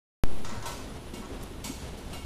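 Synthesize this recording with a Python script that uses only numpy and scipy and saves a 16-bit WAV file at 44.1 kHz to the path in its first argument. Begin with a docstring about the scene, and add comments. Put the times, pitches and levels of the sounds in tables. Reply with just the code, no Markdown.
"""A microphone pops on into the rumble and hiss of a hard-walled food factory.
A rotary bowl feeder turns: its drive hums, its motor inverter whines, and pieces of meat
slide round the drum and land with soft thuds. A pneumatic machine nearby rattles, then
clacks about twice a second with a spit of air and ringing steel."""
import sys
import numpy as np
from scipy import signal
from scipy.fft import rfft, irfft
from scipy.io import wavfile
from scipy.ndimage import uniform_filter1d

SR = 44100
rng = np.random.default_rng(int(sys.argv[2]) if len(sys.argv) > 2 else 0)


def output_pcm(signal):
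    """Save a mono or channel-first signal as 16-bit PCM at the path in sys.argv[1].

    Samples are clipped to [-1, 1] before scaling.
    """
    pcm = np.clip(np.atleast_2d(signal).T, -1, 1) * 32767
    wavfile.write(sys.argv[1], SR, np.round(pcm).astype(np.int16))


N = 99225
T = np.arange(N) / SR
HZ = np.fft.rfftfreq(N, 1 / SR)

# modes of the pneumatic machine's frame (frequency [Hz], level [dB], t60 [s])
FRAME_MODES = [(945, 2, .45), (1037, -6, .7), (1106, -6, .7), (1326, -1, .5), (1511, -8, .7),
               (1874, -14, .7), (2035, -12, .5), (4072, -11, .6)]


def amp(db):
    """Decibels to gain."""
    return 10 ** (np.asarray(db) / 20)


def unit(x):
    """Scales to rms 1."""
    return x / np.sqrt(np.mean(x ** 2) + 1e-20)


def curve(points, hz):
    """Reads a table on a log-frequency axis."""
    f, value = np.transpose(points)
    return np.interp(np.log(hz + 1), np.log(f + 1), value)


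def eq(points, tilt_db=0):
    """A curve of dB against Hz, tilted by tilt_db per octave around 4 kHz."""
    return lambda hz: curve(points, hz) + tilt_db * np.log2(np.maximum(hz, 300) / 4000)


def add(mix, s, sound):
    """Lays a sound into the mix at s seconds."""
    part = mix[round(s * SR):][:len(sound)]
    part += sound[:len(part)]


def noise_band(hz, width_hz):
    """A narrow band of noise, heard as a wavering tone."""
    return unit(irfft(rfft(rng.standard_normal(N)) / (1 + (2 * (HZ - hz) / width_hz) ** 2), N))


def burst(colour, rise_s, fall_s, wet_db):
    """A noise hit rippled by dense resonances, with the hall's tail, whose top end dies first."""
    # reverb time of the hall (frequency [Hz], t60 [s])
    reverb_times = [(200, 0.64), (1000, 0.94), (4000, 0.88), (8000, 0.73), (14000, 0.49)]
    hz, t = np.fft.rfftfreq(SR, 1 / SR), T[:SR]
    ripple_db = 3 * unit(uniform_filter1d(rng.standard_normal(len(hz)), size=70))
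    direct, tail = unit(irfft(rfft(rng.standard_normal((2, SR))) * amp(colour(hz) + ripple_db), SR))
    band_hz, frame_s, tail_bands = signal.stft(tail, SR, nperseg=256)
    decay = amp(-60 * frame_s / curve(reverb_times, band_hz)[:, None])
    tail = signal.istft(tail_bands * decay, SR)[1][:SR]
    attack = 1 - np.exp(-t / rise_s)
    return attack * (direct * np.exp(-t / fall_s) + amp(wet_db) * tail)


def hall():
    """Running machines fill the hall with rumble and hiss that shift in colour and swell slightly."""
    # room tone (frequency [Hz], relative noise density [dB])
    room_tone = [(20, -8.5), (42, -7.5), (56, -17.5), (70, -9.5), (90, -17.5), (130, -15.5), (250, -23.5),
                 (450, -25), (750, -27), (1100, -32.5), (1700, -36.5), (3300, -36), (5000, -42.5),
                 (8200, -46), (10200, -46), (11000, -51), (14000, -58)]
    level_db, patch_db, swell_db = -41.5, 0.5, 1.9
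    frames, bins = N // 256 + 9, 513
    real, imag, patches = rng.standard_normal((3, frames, bins))
    patches = unit(uniform_filter1d(uniform_filter1d(patches, size=10, axis=0), size=10, axis=1))
    swell = unit(uniform_filter1d(rng.standard_normal(frames), size=14))[:, None]
    spectra = (real + 1j * imag) * amp(patch_db * patches + swell_db * swell)
    noise = signal.istft(spectra.T, nperseg=1024, noverlap=768)[1][:N]
    return amp(level_db) * unit(irfft(rfft(noise) * amp(curve(room_tone, HZ)), N))


def drive_hum():
    """The feeder's drive hums in low, wavering tones."""
    # tones of the drive (frequency [Hz], level [dB], width [Hz])
    tones = [(72.5, -50.5, 21), (208.5, -54.5, 11.6), (262.9, -55.5, 24), (362, -60, 11.4)]
    return sum(amp(db) * noise_band(hz, width_hz) for hz, db, width_hz in tones)


def inverter_whine():
    """The motor inverter sings in thin, high tones that waver and slowly swell."""
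    # tones of the inverter (frequency [Hz], level before the swell [dB])
    tones = [(9986, -68), (9932, -75), (11910, -75), (12020, -78)]
    # swell of the whine (time [s], gain [dB])
    swell = [(.25, 2), (.38, 6.5), (.5, 2), (.75, 4), (.98, 0.5), (1.15, 3.5), (1.3, -1), (1.38, 1.5),
             (1.55, 1), (2.25, -1)]
    whine = np.zeros(N)
    for hz, db in tones:
        tone = np.sin(2 * np.pi * (hz * T + rng.random()))
        waver = 0.5 * noise_band(hz, width_hz=58)
        whine += amp(db) * unit(tone + waver)
    return whine * amp(np.interp(T, *np.transpose(swell)))


def tumbling_meat():
    """Soft pieces rumble as they slide round the drum and land with dull, damped thuds."""
    # colour of the sliding (frequency [Hz], relative noise density [dB])
    slide_colour = [(60, 3), (150, -4), (250, 0.5), (430, 1), (550, -10), (900, -11.5), (1500, -17),
                    (4000, -34), (14000, -42)]
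    # rise and fall of the sliding (time [s], level [dB])
    slide_levels = [(.25, -43.5), (.5, -50), (.7, -55), (.87, -43.5), (1.05, -53), (1.15, -47),
                    (1.33, -45.5), (1.55, -49), (1.9, -51.5), (2.0, -45.5), (2.25, -57)]
    # landings on the drum (time [s], level [dB], pitch [Hz])
    thuds = [(0.311, -40, 375), (0.449, -32, 88.6), (.482, -41, 106), (0.513, -34.5, 208),
             (0.549, -36, 146), (0.572, -33, 122.5), (1.136, -31.5, 231), (1.199, -39, 240),
             (1.436, -39, 292), (1.51, -38.5, 264), (1.56, -38.5, 162), (1.692, -33.5, 220),
             (1.753, -42, 178), (2.075, -33.5, 165)]
    half_width_octaves = 0.47
    slide = unit(irfft(rfft(rng.standard_normal(N)) * amp(curve(slide_colour, HZ)), N))
    out = slide * amp(np.interp(T, *np.transpose(slide_levels)))
    for s, db, pitch_hz in thuds:
        body = lambda hz: -20 * np.log10(1 + (np.log2((hz + 1) / pitch_hz) / half_width_octaves) ** 4)
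        add(out, s, amp(db) * burst(body, rise_s=0.0019, fall_s=0.014, wet_db=-14.5))
    return out


def metal_ring(modes):
    """Struck metal rings in dying modes, each smeared into a narrow band by reflections."""
    smear_hz, steady_db, rise_s = 26.5, -2, 0.0022
    t, out = T[:SR], np.zeros(SR)
    smear = np.exp(-(np.fft.fftfreq(SR, 1 / SR) / smear_hz) ** 2)
    for hz, db, t60 in modes:
        drift = np.fft.ifft(smear * np.exp(2j * np.pi * rng.random(SR)))
        shimmer = amp(steady_db) + drift / np.std(drift)
        tone = np.exp(2j * np.pi * (hz * t + rng.random()))
        out += (shimmer * tone).real * amp(db - 60 * t / t60)
    return out * (1 - np.exp(-t / rise_s))


def rattle():
    """Loose metal knocks on the frame with a bright click and sets it ringing."""
    # knocks (time [s], level [dB], tilt [dB/octave], frame ring [dB], click [dB])
    knocks = [(0.4463, -40, 3.5, -52.5, -40), (.491, -41, 1, -50, -44), (.521, -45, -2, -53.5, -57),
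              (.548, -46.5, 0.5, -55, -54), (.624, -43.5, 3.5, -56.5, -45), (.641, -42.5, -1.5, -49, -51),
              (1.222, -45.5, -3, -52, -62), (1.255, -46.5, -12, -65, -53), (1.410, -50, 2.5, -68, -50)]
    # body of a knock (frequency [Hz], relative noise density [dB])
    knock_colour = [(200, 2), (600, 10), (1050, 9), (2000, 1), (3000, -5), (4500, -5.5), (6000, -8),
                    (7300, -13), (8200, -15), (14000, -31)]
    # its metallic click (frequency [Hz], relative noise density [dB])
    click_colour = [(2000, -43), (4500, -4), (5600, -1), (7200, 5), (8000, -13), (14000, -29)]
    out = np.zeros(N)
    for s, db, tilt_db, frame_db, click_db in knocks:
        knock = burst(eq(knock_colour, tilt_db), rise_s=0.001, fall_s=0.0079, wet_db=-3.5)
        click = burst(eq(click_colour), rise_s=0.00087, fall_s=0.0064, wet_db=-15.5)
        add(out, s, amp(db) * knock + amp(click_db) * click + amp(frame_db) * metal_ring(FRAME_MODES))
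    return out


def pneumatic_strokes():
    """Each stroke spits air and rings the frame and the steel stop that it hits."""
    # forward strokes (time [s], air [dB], tilt [dB/octave], frame ring [dB], stop ring [dB])
    forward_strokes = [(.655, -36.5, -.5, -43.5, -65), (1.640, -36.5, 1.5, -57, -47)]
    # lighter return strokes and a faint puff (time [s], air [dB], frame ring [dB], stop ring [dB])
    return_strokes = [(1.135, -45.5, -58, -57), (1.972, -50.5, -59, -73), (2.129, -44.5, -59, -49.5)]
    # spit of air (frequency [Hz], relative noise density [dB])
    air_colour = [(150, -30), (500, 6), (1000, 2.5), (1700, -9.5), (3000, 1.5), (4500, -0.5), (7000, -2),
                  (9000, -3.5), (11000, -7.5), (14000, -8)]
    # modes of the forward stop (frequency [Hz], level [dB], t60 [s])
    forward_stop = [(1340, -8, .8), (2220, -4, .55), (2330, -8, .5), (3133, -12, .7), (4590, -6, .6),
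                    (4632, -7, .5), (5173, -8, .6), (5721, -3, .5), (6752, -3, .65), (7650, -1, .42),
                    (8629, -10, .3), (10200, -13, .35)]
    # modes of the return stop (frequency [Hz], level [dB], t60 [s])
    return_stop = [(1340, -3, .7), (2221, 0, .7), (2826, 0, .6), (3133, -8, .8), (4032, -3, .4),
                   (5367, -10, .7), (8500, -2, .3)]

    def clack(stop_modes, air_db, frame_db, stop_db, tilt_db=0):
        air = burst(eq(air_colour, tilt_db), rise_s=0.0027, fall_s=0.016, wet_db=-1.5)
        frame, stop = metal_ring(FRAME_MODES), metal_ring(stop_modes)
        return amp(air_db) * air + amp(frame_db) * frame + amp(stop_db) * stop

    out = np.zeros(N)
    for s, air_db, tilt_db, frame_db, stop_db in forward_strokes:
        add(out, s, clack(forward_stop, air_db, frame_db, stop_db, tilt_db))
    for s, air_db, frame_db, stop_db in return_strokes:
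        add(out, s, clack(return_stop, air_db, frame_db, stop_db))
    return out


def close_ticks():
    """Two small, sharp ticks, so close that they are almost dry."""
    # ticks (time [s], level [dB])
    ticks = [(1.429, -38), (1.4353, -35)]
    # colour of a tick (frequency [Hz], relative noise density [dB])
    tick_colour = [(1000, -20), (5000, -11), (9000, -6), (13500, -3)]
    out = np.zeros(N)
    for s, db in ticks:
        add(out, s, amp(db) * burst(eq(tick_colour), rise_s=0.0002, fall_s=0.0025, wet_db=-26))
    return out


def scene():
    """All sources meet at one microphone."""
    bed = hall() + drive_hum() + inverter_whine()
    return (bed + tumbling_meat() + rattle() + pneumatic_strokes() + close_ticks())[None]


def record(dry):
    """The microphone pops on with an offset that leaks away; a low-pass trims the top end."""
    on_s, pop_db, leak_s, cutoff_hz = 0.2373, -12, 0.13, 14200
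    pop = -amp(pop_db) * np.exp(-np.maximum(T - on_s, 0) / leak_s)
    live = (dry + pop) * (T >= on_s)
    lowpass = signal.firwin(401, cutoff_hz, window=("kaiser", 9), fs=SR)
    return signal.oaconvolve(live, lowpass[None], "same")


dry = scene()
out = record(dry)
output_pcm(out)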